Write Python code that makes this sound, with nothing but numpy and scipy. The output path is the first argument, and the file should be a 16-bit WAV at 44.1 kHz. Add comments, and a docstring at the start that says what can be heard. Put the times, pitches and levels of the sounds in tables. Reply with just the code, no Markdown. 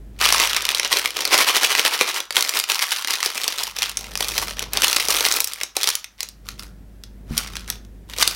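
"""A plastic bag of sugar-shelled sweets is picked up, shaken and torn; its top strip is dropped on the table.
Each crease snaps as a sharp crack with a pitch of its own, plus a dull thud from the air in the bag.
Thousands of tiny clicks make a crackle that follows the fingers and surges as sweets slide or a fold gives way.
A bump rings the table, a small room answers, and a low hum comes and goes over a faint hiss.
One close microphone overloads on the sharpest snaps."""
import sys
import numpy as np
from scipy import signal
from scipy.fft import rfft, irfft
from scipy.io import wavfile
from scipy.ndimage import uniform_filter1d

SR = 44100
rng = np.random.default_rng(int(sys.argv[2]) if len(sys.argv) > 2 else 0)


def put_to_file(sound):
    """Save the sound as 16-bit audio at rate SR, in the file named by the first command-line argument."""
    columns = np.atleast_2d(sound).T  # one column per channel
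    safe = np.clip(columns, -1, 1)
    whole_steps = np.round(safe * 32767)
    wavfile.write(sys.argv[1], SR, whole_steps.astype(np.int16))


N = 368235
TIME = np.arange(N) / SR  # seconds


def from_db(db):
    """Turn decibels into an amplitude factor."""
    return 10 ** (np.asarray(db) / 20)


def rms_one(x):
    """Scale a sound to an average (rms) level of 1."""
    return x / np.sqrt(np.mean(x ** 2) + 1e-20)


def unit_energy(x):
    """Scale a sound so that its squares add up to 1."""
    return x / np.sqrt(np.sum(x ** 2) + 1e-20)


def at_hz(rows, hz):
    """Read each column of a spectrum at the given frequencies, on a logarithmic pitch scale."""
    points, *columns = np.transpose(rows)
    return [np.interp(np.log(hz + 1), np.log(points), column) for column in columns]


def band(x, low_hz, high_hz, order=2):
    """Keep the frequencies between two limits, with a filter that never looks ahead."""
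    top = min(high_hz, .43 * SR)
    low = min(low_hz, .75 * top)
    sections = signal.butter(order, [low, top], "band", fs=SR, output="sos")
    return signal.sosfilt(sections, x + 1e-18)


def add_resonances(x, rows, driven):
    """Boost or hollow out bands one after another, wherever 'driven' is 1."""
    for hz, width_hz, gain_db in rows:
        b, a = signal.iirpeak(hz, hz / width_hz, fs=SR)
        x = x + (from_db(gain_db) - 1) * signal.lfilter(b, a, x * driven)
    return x


def add(out, s, sound):
    """Mix a short sound in at a given time in seconds."""
    start = int(np.clip(round(s * SR), 0, N))
    out[start:start + len(sound)] += sound[:N - start]


def buckle(count, crack_s, flutter_s, flutter_db, size=900):
    """Pulses of buckling film, one a row: a sharp crack, then the sheet flutters for a few milliseconds."""
    age = np.arange(size) / SR
    crack = unit_energy(np.exp(-age / crack_s))
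    flutter = rng.standard_normal((count, size)) * unit_energy(np.exp(-age / flutter_s))
    return crack + from_db(flutter_db) * flutter


def slips(count, gap_s, slip_db, size=400):
    """A crease gives way in one main slip and a few weaker ones just after it: one chain a row."""
    chains = np.zeros((count, size))
    chains[:, 0] = 1
    draws = rng.exponential(1, (count, 2, 3))
    for chain, (gaps, losses) in zip(chains, draws):
        at = np.minimum(1 + np.cumsum(gaps) * gap_s * SR, size - 1).astype(int)
        weaker = from_db(slip_db * (.5 + np.cumsum(losses) / 2))
        chain[at] += weaker * (-1) ** at
    return chains


# Single crease snaps that stand out, loud or alone. Each row: start in seconds, level in dB as if spread
# over 3 ms, ring pitch in Hz, thud of the bag in dB relative to the crack. snaps() trims both levels.
CLEAR_SNAPS = [(0.214, -14, 3480, -13), (0.2549, -6.5, 2205, -34), (0.2891, -9.5, 3400, -24.5),
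               (0.3247, -4.5, 3600, -23), (0.3462, -11, 2100, -35), (0.3996, -8.5, 3400, -12),
               (0.4739, -16, 3000, -14), (0.5322, -14.5, 2200, -17), (0.5651, -11, 3630, -36),
               (0.6526, -12.5, 3620, -29), (0.69, -9, 2320, -26), (0.7041, -17, 2080, -16),
               (0.7481, -10.5, 3240, -18.5), (0.7972, -10, 2854, -19), (0.8478, -14.5, 3200, -16),
               (0.928, -8.5, 3100, -22), (0.9376, -16.5, 4500, -11), (0.97, -12, 2420, -13),
               (0.9868, -18, 5100, -40), (1.0578, -9.5, 2800, -29.5), (1.106, -22, 3500, -21),
               (1.1668, -21, 2500, -11.5), (1.2064, -15.5, 3270, -11.5), (1.2527, -10.5, 3900, -19),
               (1.3428, -5.5, 3400, -16.5), (1.3781, -9, 4000, -24.5), (1.3875, -11, 2500, -21),
               (1.5674, -12, 3500, -21), (1.6334, -15, 4170, -25), (1.6455, -7, 2476, -18.5),
               (1.751, -9, 2300, -22), (1.7946, -7, 2800, -16.5), (1.8508, -9, 2900, -10),
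               (1.8619, -9.5, 2700, -19), (1.8787, -13.5, 3600, -30), (2.011, -5, 1980, -10.5),
               (2.1598, -30, 3200, -21), (2.2032, -17, 3300, -13.5), (2.3067, -17, 2290, -14),
               (2.3253, -24.5, 5000, -39), (2.358, -16, 4000, -21.5), (2.367, -3, 2540, -25),
               (2.4081, -12.5, 4340, -18), (2.4249, -10.5, 4800, -28), (2.4928, -11.5, 4760, -28),
               (2.5719, -13, 3376, -36), (2.5901, -14, 9000, -37), (2.599, -11.5, 4470, -41),
               (2.6396, -16, 2710, -26), (2.6992, -11, 3000, -18), (2.7185, -12, 3800, -14),
               (2.746, -16.5, 4330, -31), (2.7927, -15, 3000, -27), (2.8244, -13.5, 3620, -27),
               (2.9187, -18, 2920, -27), (2.985, -22, 3400, -29), (3.0468, -16.5, 2500, -15.5),
               (3.0739, -17, 3720, -21), (3.1066, -13, 4200, -21), (3.1375, -13.5, 3650, -18),
               (3.229, -12, 2660, -26), (3.2606, -11.5, 4160, -12.5), (3.3549, -23.5, 3600, -7),
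               (3.442, -15.5, 4100, -18), (3.4793, -11, 4630, -16), (3.584, -18, 3600, -24),
               (3.6358, -16, 6470, -40), (3.6689, -24, 3780, -39), (3.7868, -17.5, 4930, -16),
               (3.8213, -12.5, 3100, -23), (3.8293, -12.5, 3600, -29), (3.8949, -21, 3390, -25),
               (3.9714, -13.5, 4790, -42), (4.0425, -28, 3000, -28), (4.1545, -17, 2600, -19),
               (4.1749, -18.5, 5700, -28), (4.2068, -13.5, 3680, -8), (4.226, -15.5, 3360, -21),
               (4.2843, -16.5, 6500, -30), (4.3797, -12, 4750, -18.5), (4.5088, -23.5, 2510, -11.5),
               (4.5936, -16.5, 3640, -32.5), (4.6215, -26, 3500, -5), (4.7342, -14.5, 6400, -24),
               (4.7721, -10, 3720, -18.5), (4.8202, -10.5, 3830, -16), (4.8449, -6, 2300, -25),
               (4.8813, -11, 4700, -19.5), (4.9293, -10.5, 3600, -16), (4.963, -11.5, 4000, -12.5),
               (4.9667, -9, 3684, -31), (5.0011, -15.5, 2800, -17.5), (5.0851, -11.5, 5400, -10),
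               (5.1048, -10, 5150, -18.5), (5.1472, -15, 2906, -12), (5.1669, -14, 3500, -26),
               (5.2074, -11.5, 5300, -11), (5.2512, -9, 3190, -25), (5.3141, -14, 4300, -25),
               (5.3234, -9.5, 5600, -33), (5.3636, -14, 9000, -20), (5.4039, -6.5, 7100, -39),
               (5.4437, -12.5, 8346, -37), (5.474, -19, 8700, -39.5), (5.5345, -20.5, 6510, -35),
               (5.6125, -17.5, 1950, -11.5), (5.6342, -14.5, 4750, -17.5), (5.767, -10.5, 4960, -10.5),
               (5.8322, -15.5, 4800, -38), (5.8322, -17, 4800, -38.5), (5.8416, -13, 3820, -19),
               (5.8735, -9, 3928, -22.5), (5.8893, -10.5, 5100, -31), (5.9021, -14.5, 4280, -36),
               (5.9533, -12.5, 4900, -34), (6.0434, -24.5, 3500, -38), (6.206, -17, 4575, -28),
               (6.2307, -19, 6450, -20), (6.288, -29.5, 7000, -33), (6.4878, -22, 3040, -25),
               (6.5951, -26.5, 3490, -21), (7.0373, -31, 3700, -27), (7.3786, -10, 5700, -35),
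               (7.555, -24.5, 3640, -27), (7.5679, -21, 2630, -25), (7.7011, -14.5, 4680, -27),
               (7.8496, -46, 2910, -25), (8.1356, -26.5, 1780, -13), (8.1851, -18, 4530, -10.5),
               (8.2258, -3.5, 3040, -31), (8.2764, -6, 4570, -20.5)]


def snaps(lesser, level_db, thud_db, ring_width, thud_s):
    """Each crease, clear or lesser, rings at a pitch of its own and jolts the air in the bag."""
    rows = CLEAR_SNAPS + lesser
    out = np.zeros(N)
    window = np.sqrt(.003 * SR)  # energy of 3 ms at level 1
    pulses = buckle(len(rows), crack_s=.000012, flutter_s=.0019, flutter_db=-.5)
    jolts = buckle(len(rows), crack_s=.00002, flutter_s=thud_s, flutter_db=4.5)
    chains = slips(len(rows), gap_s=.0008, slip_db=-10.5)
    spread = max(ring_width, 1.1)  # the ring reaches this factor below and above its pitch
    for (s, db, hz, body_db), pulse, jolt, chain in zip(rows, pulses, jolts, chains):
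        slipping = np.convolve(pulse, chain)[:len(pulse)]
        ringing = band(slipping, hz / spread, hz * spread, order=1)
        crack = unit_energy(band(ringing, 850, 21000))
        thud = unit_energy(band(jolt, 300, 984))
        snap = crack + from_db(body_db + thud_db) * thud
        add(out, s, window * from_db(db + level_db) * snap)
    return out


# A grip builds quickly, eases while it lasts and dies away; the held bag is almost still.
GRIP_ATTACK_S, GRIP_EASE_DB_PER_S, GRIP_RELEASE_DB_PER_S, AT_REST_DB = 0.017, 6.5, 258, -79
# The fingers take hold, turn, pull or tear. Each row: start in seconds, length in seconds, level in dB,
# hollow body of the bag in dB and crisp edge in dB, both relative to the sheet. crackle() trims the levels.
FINGER_GRIPS = [(0.16, 0.02, -59, -13.5, -18), (0.215, 0.24, -20, -17, -11.5),
                (0.53, 0.34, -30.5, -15, -17.5), (0.917, 0.063, -23.5, -12, -10.5),
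                (1.037, 0.052, -35.5, -8, -11), (1.16, 0.23, -30.5, -6.5, -14),
                (1.323, 0.87, -29.5, -13.5, -11), (2.349, 0.26, -31.5, -12, -8),
                (2.707, 0.3, -30, -24, -8.5), (3.082, 0.23, -31, -18.5, -11),
                (3.353, 0.32, -32.5, -13.5, -9.5), (3.762, 0.13, -33, -17, -12.5),
                (3.977, 0.15, -42.5, -4.5, -9.5), (4.199, 0.29, -33.5, -9, -6),
                (4.579, 0.049, -35.5, -5, -17.5), (4.816, 0.23, -27, -13.5, -6),
                (5.1, 0.28, -25.5, -11.5, -6), (5.467, 0.16, -40, -17, -8.5), (5.767, 0.17, -33, -15.5, -9),
                (6.194, 0.049, -45.5, -12, -11.5), (6.466, 0.051, -50.5, -14, -7.5),
                (6.595, 0.042, -48, -10.5, -4), (7.377, 0.029, -32, -14, -7.5),
                (7.457, 0.165, -46, -20, -13), (7.687, 0.013, -37.5, -10.5, -9),
                (8.101, 0.035, -43.5, -12.5, -9), (8.174, 0.26, -34, -12.5, -7)]


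def grips():
    """Level, hollowness and crispness of the crackle in dB at every sample; stronger grips colour it more."""
    total = np.full(N, from_db(AT_REST_DB))
    colour = np.mean(FINGER_GRIPS, axis=0)[3:, None] * total
    for s, length_s, db, body_db, edge_db in FINGER_GRIPS:
        near = slice(*np.searchsorted(TIME, [s - GRIP_ATTACK_S, s + length_s + .5]))
        age = TIME[near] - s
        ease_db = GRIP_EASE_DB_PER_S * age
        release_db = GRIP_RELEASE_DB_PER_S * np.maximum(age - length_s, 0)
        attack = np.clip(1 + age / GRIP_ATTACK_S, 0, 1)
        force = attack * from_db(db - ease_db - release_db)
        total[near] += force
        colour[:, near] += np.outer([body_db, edge_db], force)
    body, edge = colour / total
    return 20 * np.log10(total), body, edge


# Lesser creases: level relative to the grip, its random spread and its upper limit before snaps() trims it.
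LESSER_PER_S, LESSER_DB, LESSER_SPREAD_DB, LESSER_LIMIT_DB = 26, 11.5, 1.5, -16.5
LESSER_RING_HZ, LESSER_SPREAD_OCTAVES, LESSER_THUD_DB = 3450, .35, -5


def lesser_snaps(level, body):
    """Strain under the fingers lets go at uneven intervals; a firmer grip makes louder snaps, up to a limit."""
    draws = rng.standard_normal((int(LESSER_PER_S * N / SR), 4))
    s = (np.arange(len(draws)) + .5 * draws[:, 0]) / LESSER_PER_S
    at = np.clip(s * SR, 0, N - 1).astype(int)
    db = np.minimum(level[at] + LESSER_DB + LESSER_SPREAD_DB * draws[:, 1], LESSER_LIMIT_DB)
    hz = LESSER_RING_HZ * 2 ** (LESSER_SPREAD_OCTAVES * draws[:, 2])
    thud_db = body[at] + LESSER_THUD_DB + LESSER_SPREAD_DB * draws[:, 3]
    gripped = level[at] > AT_REST_DB + 20
    return list(np.transpose([s, db, hz, thud_db])[gripped])


def tiny_creases(per_s, size_db, even_over=900):
    """A random run of small clicks of many different shapes, its level evened out over a number of samples."""
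    at = np.flatnonzero(rng.random(N) < per_s / SR)
    loudness = from_db(size_db * np.minimum(rng.exponential(1, N), 4))
    sizes = (loudness * rng.choice([-1, 1], N))[at]
    shapes = buckle(count=2000, crack_s=.000012, flutter_s=.0009, flutter_db=2.5, size=200)
    # each facet of the film rings for a few cycles at its own pitch
    octaves = 0.804 * rng.standard_normal((len(shapes), 1)).clip(-2, 2)
    cycles = 3000 * 2 ** octaves * TIME[:shapes.shape[1]]
    shapes = shapes + 0.24 * np.sin(2 * np.pi * cycles) * np.exp(-cycles / 3.8)
    dealt = rng.integers(0, len(shapes), N)[at]
    where = at[:, None] + np.arange(shapes.shape[1])
    clicks = sizes[:, None] * shapes[dealt]
    out = np.bincount(where.ravel(), clicks.ravel(), N)[:N]
    return out / np.sqrt(np.abs(uniform_filter1d(out ** 2, size=even_over)) + 1e-6)


def through_film(grains, body_db, edge_db):
    """Clicks sound from the sheet, from the hollow of the bag and from its crisp edges."""
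    sheet = rms_one(band(band(grains, 1100, 7300, order=1), 700, 5500, order=3))
    hollow = rms_one(band(grains, 290, 883, order=3))
    crisp = rms_one(band(band(grains, 7000, 22000, order=3), 2300, 11000, order=1))
    return sheet + from_db(body_db) * hollow + from_db(edge_db) * crisp


SHAKE_START_S, SHAKE_PERIOD_S, SHAKE_STROKES = 1.337, .0755, 12
SHAKE_DB, SHAKE_FADE_DB_PER_S, SHAKE_HALF_S = -15, 12, 0.011  # crackle() trims the level


def shakes():
    """In a shaken bag the sweets hit one wall after the other, less hard each time: one surge a stroke."""
    ages = SHAKE_PERIOD_S * np.arange(SHAKE_STROKES)
    return [(SHAKE_START_S + age, SHAKE_DB - SHAKE_FADE_DB_PER_S * age, SHAKE_HALF_S) for age in ages]


# Sweets slide or a fold gives way. Each row: middle in seconds, level in dB before crackle() trims it,
# half length in seconds.
SLIDE_SURGES = [(0.243, -21.5, 0.014), (0.426, -22.5, 0.025), (0.509, -24.5, 0.0054), (0.571, -23, 0.0065),
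                (0.856, -24, 0.0052), (0.922, -20.5, 0.0046), (1.051, -24.5, 0.0031), (2.385, -23, 0.0084),
                (2.566, -24, 0.011), (2.706, -24, 0.01), (2.828, -21, 0.0064), (2.924, -20, 0.0037),
                (3.109, -28, 0.012), (3.256, -29.5, 0.015), (3.609, -28.5, 0.0074), (4.384, -22, 0.0027),
                (4.426, -27, 0.0066), (4.771, -28.5, 0.019), (4.839, -17.5, 0.0037), (5.113, -29.5, 0.0048),
                (5.163, -27.5, 0.0052), (5.264, -20, 0.0039), (5.887, -24.5, 0.0031), (7.35, -41.5, 0.024),
                (8.215, -20, 0.0058)]


def crackle(level, body, edge, steady_db, surge_db, body_db, edge_db, tick_db):
    """Loose crackle follows the fingers, dense clatter swells in surges; the grip sets how hollow or crisp."""
    power = np.zeros(N)
    for s, db, half_s in SLIDE_SURGES + shakes():
        near = slice(*np.searchsorted(TIME, [s - 4 * half_s, s + 4 * half_s]))
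        swell = np.exp(-.5 * ((TIME[near] - s) / half_s) ** 2)
        power[near] += from_db(db + surge_db) ** 2 * swell
    hollow_db, crisp_db = body + body_db, edge + edge_db
    sparse = tiny_creases(per_s=700, size_db=4.5)
    loose = from_db(level + steady_db) * through_film(sparse, hollow_db, crisp_db)
    dense = tiny_creases(per_s=1900, size_db=4.0, even_over=400)
    clatter = np.sqrt(power) * through_film(dense, hollow_db, crisp_db)
    # lone ticks come from the strained film; a grip above -30 dB makes them no louder
    strain_power = from_db(np.minimum(level, -30)) ** 2
    strain = np.sqrt(np.abs(uniform_filter1d(strain_power, size=1500)))
    lone = tiny_creases(per_s=96, size_db=3, even_over=8000)
    ticks = strain * from_db(tick_db) * rms_one(band(lone, 1900, 7700, order=1))
    return loose + clatter + ticks


def bending(x, corner_hz, order=4):
    """Bending waves cross the film faster in the treble, so every pulse becomes a tiny falling chirp."""
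    pole = np.exp(-2 * np.pi * corner_hz / SR)
    for _ in range(order):
        x = signal.lfilter([-pole, 1], [1, -pole], x)  # delays the bass, keeps every level
    return x


# Resonances of the filled bag. Each row: pitch in Hz, width in Hz, gain in dB.
BAG_RESONANCES = [(487, 200, 4), (830, 170, 0), (1240, 440, 2), (1630, 630, -4), (5680, 550, 3),
                  (7500, 3100, -3.5)]


def bag_colour(x):
    """The bag lifts some bands and hollows others."""
    return add_resonances(x, BAG_RESONANCES, driven=1)


STRIP_DOWN_S, STRIP_GONE_S = 6.4, 7.9
# Resonances of the torn strip against the table. Each row: pitch in Hz, width in Hz, gain in dB.
STRIP_RESONANCES = [(1440, 200, 6), (2680, 2100, -1.5)]


def strip_on_table(x):
    """While the strip is on the table, the rustle is papery and hollow."""
    lying = (TIME > STRIP_DOWN_S) & (TIME < STRIP_GONE_S)
    return add_resonances(x, STRIP_RESONANCES, driven=lying)


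# The hand bumps the table. Each row: start in seconds, level in dB.
HAND_BUMPS = [(7.309, -25), (7.324, -33)]
# Ringing tones of the table. Each row: pitch in Hz, level in dB relative to the bump,
# time in seconds to fade by 60 dB.
TABLE_MODES = [(72.5, -10, 0.215), (102.4, -4, 0.27), (155.4, 2.5, 0.13), (224, 1.5, 0.26),
               (311.7, -15, 0.12)]


def table_bump():
    """A soft blow sets the low modes of the table ringing."""
    out, age = np.zeros(N), TIME[:SR // 2]
    ring = sum(from_db(db - 60 * age / t60) * np.sin(2 * np.pi * hz * age) for hz, db, t60 in TABLE_MODES)
    for s, db in HAND_BUMPS:
        add(out, s, from_db(db) * ring)
    return out


HAND_PLACES_PER_S = 9  # how often the moving hands reach a place with other reflections
# Reverberation of the room. Each row: pitch in Hz, time in seconds to fade by 60 dB,
# level in dB before room() trims it.
ROOM_REVERB = [(149.9, 0.21, -6), (690, 0.24, -7.5), (1250, 0.49, -7), (2100, 0.211, -7.5),
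               (4970, 0.28, -6.5), (9250, 0.12, -9), (15000, .22, -15.5)]


def room(x, wet_db, build_s, count=4):
    """Diffuse reflections build up in milliseconds and fade; their pattern shifts as the hands move."""
    age, tails = TIME[:SR // 3], 0
    edges = np.geomspace(100, 18000, 12)
    for low, high in zip(edges, edges[1:]):
        t60, level_db = at_hz(ROOM_REVERB, np.sqrt(low * high))
        fade = unit_energy(from_db(-60 * age / t60) * (1 - np.exp(-age / build_s)))
        noise = band(rng.standard_normal((count, len(age))), low, high, order=3)
        tails = tails + from_db(level_db + wet_db) * fade * noise
    # the sound fades over from one place to the next, round and round
    place = TIME * HAND_PLACES_PER_S
    nearness = [np.maximum(1 - np.abs((place - k) % count - 1), 0) for k in range(count)]
    return sum(signal.oaconvolve(x * np.sqrt(share), tail)[:N] for share, tail in zip(nearness, tails))


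def coloured_noise(spectrum):
    """Steady noise of rms 1, shaped to a spectrum."""
    level_db, = at_hz(spectrum, np.arange(N // 2 + 1) * SR / N)
    return rms_one(irfft(rfft(rng.standard_normal(N)) * from_db(level_db), N))


# The hum swells and fades. Each row: time in seconds, level in dB before background() trims its parts.
HUM_SWELL = [(0.0, -38), (0.3, -39.5), (0.85, -54.5), (1.4, -56.5), (2.2, -67.5), (3.3, -68.5), (3.6, -56),
             (4.1, -40.5), (4.78, -38.5), (4.92, -52), (5.15, -44.5), (5.5, -58.5), (6.1, -60),
             (6.5, -39.5), (7.05, -41.5), (7.35, -36), (8.35, -42)]
# Tones of the hum. Each row: pitch in Hz, level in dB relative to the swell.
HUM_TONES = [(50.53, 0), (101.06, -14), (112, -16), (192, -13), (219, -20), (252.6, -25.5)]
# Shape of the rumble that goes with the hum. Each row: pitch in Hz, relative level in dB per Hz.
RUMBLE_SHAPE = [(15, -21), (30, -6), (56, -2), (90, -6), (200, -7), (350, -13), (700, -23), (3000, -59.5)]
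# Shape of the steady hiss. Each row: pitch in Hz, relative level in dB per Hz.
HISS_SHAPE = [(20, -9), (200, -4.5), (700, -7), (1100, -9.5), (1700, -5.5), (2800, -12.5), (6000, -16.5),
              (16000, -17.5)]


def background(hum_db, rumble_db, hiss_db, waver):
    """Low hum of tones whose phase wanders at random, with a rumble, over a faint steady hiss."""
    level = np.interp(TIME, *np.transpose(HUM_SWELL))
    tones = 0
    for hz, db in HUM_TONES:
        wander = waver * hz * np.cumsum(rng.standard_normal(N)) / np.sqrt(SR)
        tone = np.sqrt(2) * np.sin(2 * np.pi * hz * TIME + wander)  # rms 1
        tones = tones + from_db(db + hum_db) * tone
    rumble = from_db(rumble_db) * coloured_noise(RUMBLE_SHAPE)
    hiss = from_db(hiss_db) * coloured_noise(HISS_SHAPE)
    return from_db(level) * (tones + rumble) + hiss


def scene():
    """The bag and the table sound in a small room, over the hum; both channels are alike."""
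    level, body, edge = grips()
    lesser = lesser_snaps(level, body)
    bag = snaps(lesser, level_db=.5, thud_db=-2.0, ring_width=1.765, thud_s=.0044)
    bag = bag + crackle(level, body, edge, steady_db=-.5, surge_db=2.0, body_db=-2.5, edge_db=4.0, tick_db=-3.5)
    bag = bag_colour(bending(bag, corner_hz=3200))
    direct = strip_on_table(bag) + table_bump()
    reflections = room(direct, wet_db=-2.0, build_s=.001)
    hum = background(hum_db=-1.5, rumble_db=-8.0, hiss_db=-60.5, waver=.027)
    mono = direct + reflections + hum
    return np.array([mono, mono])


def record(dry, lopsided=0.058):
    """The sharpest peaks overload unevenly, which gives them a low knock; the top is cut at 15950 Hz."""
    bent = dry + lopsided * dry ** 2
    limited = .93 * bent / (1 + bent ** 6) ** (1 / 6)
    return signal.sosfilt(signal.ellip(10, .1, 70, 15950, fs=SR, output="sos"), limited)


dry = scene()
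out = record(dry)
put_to_file(out)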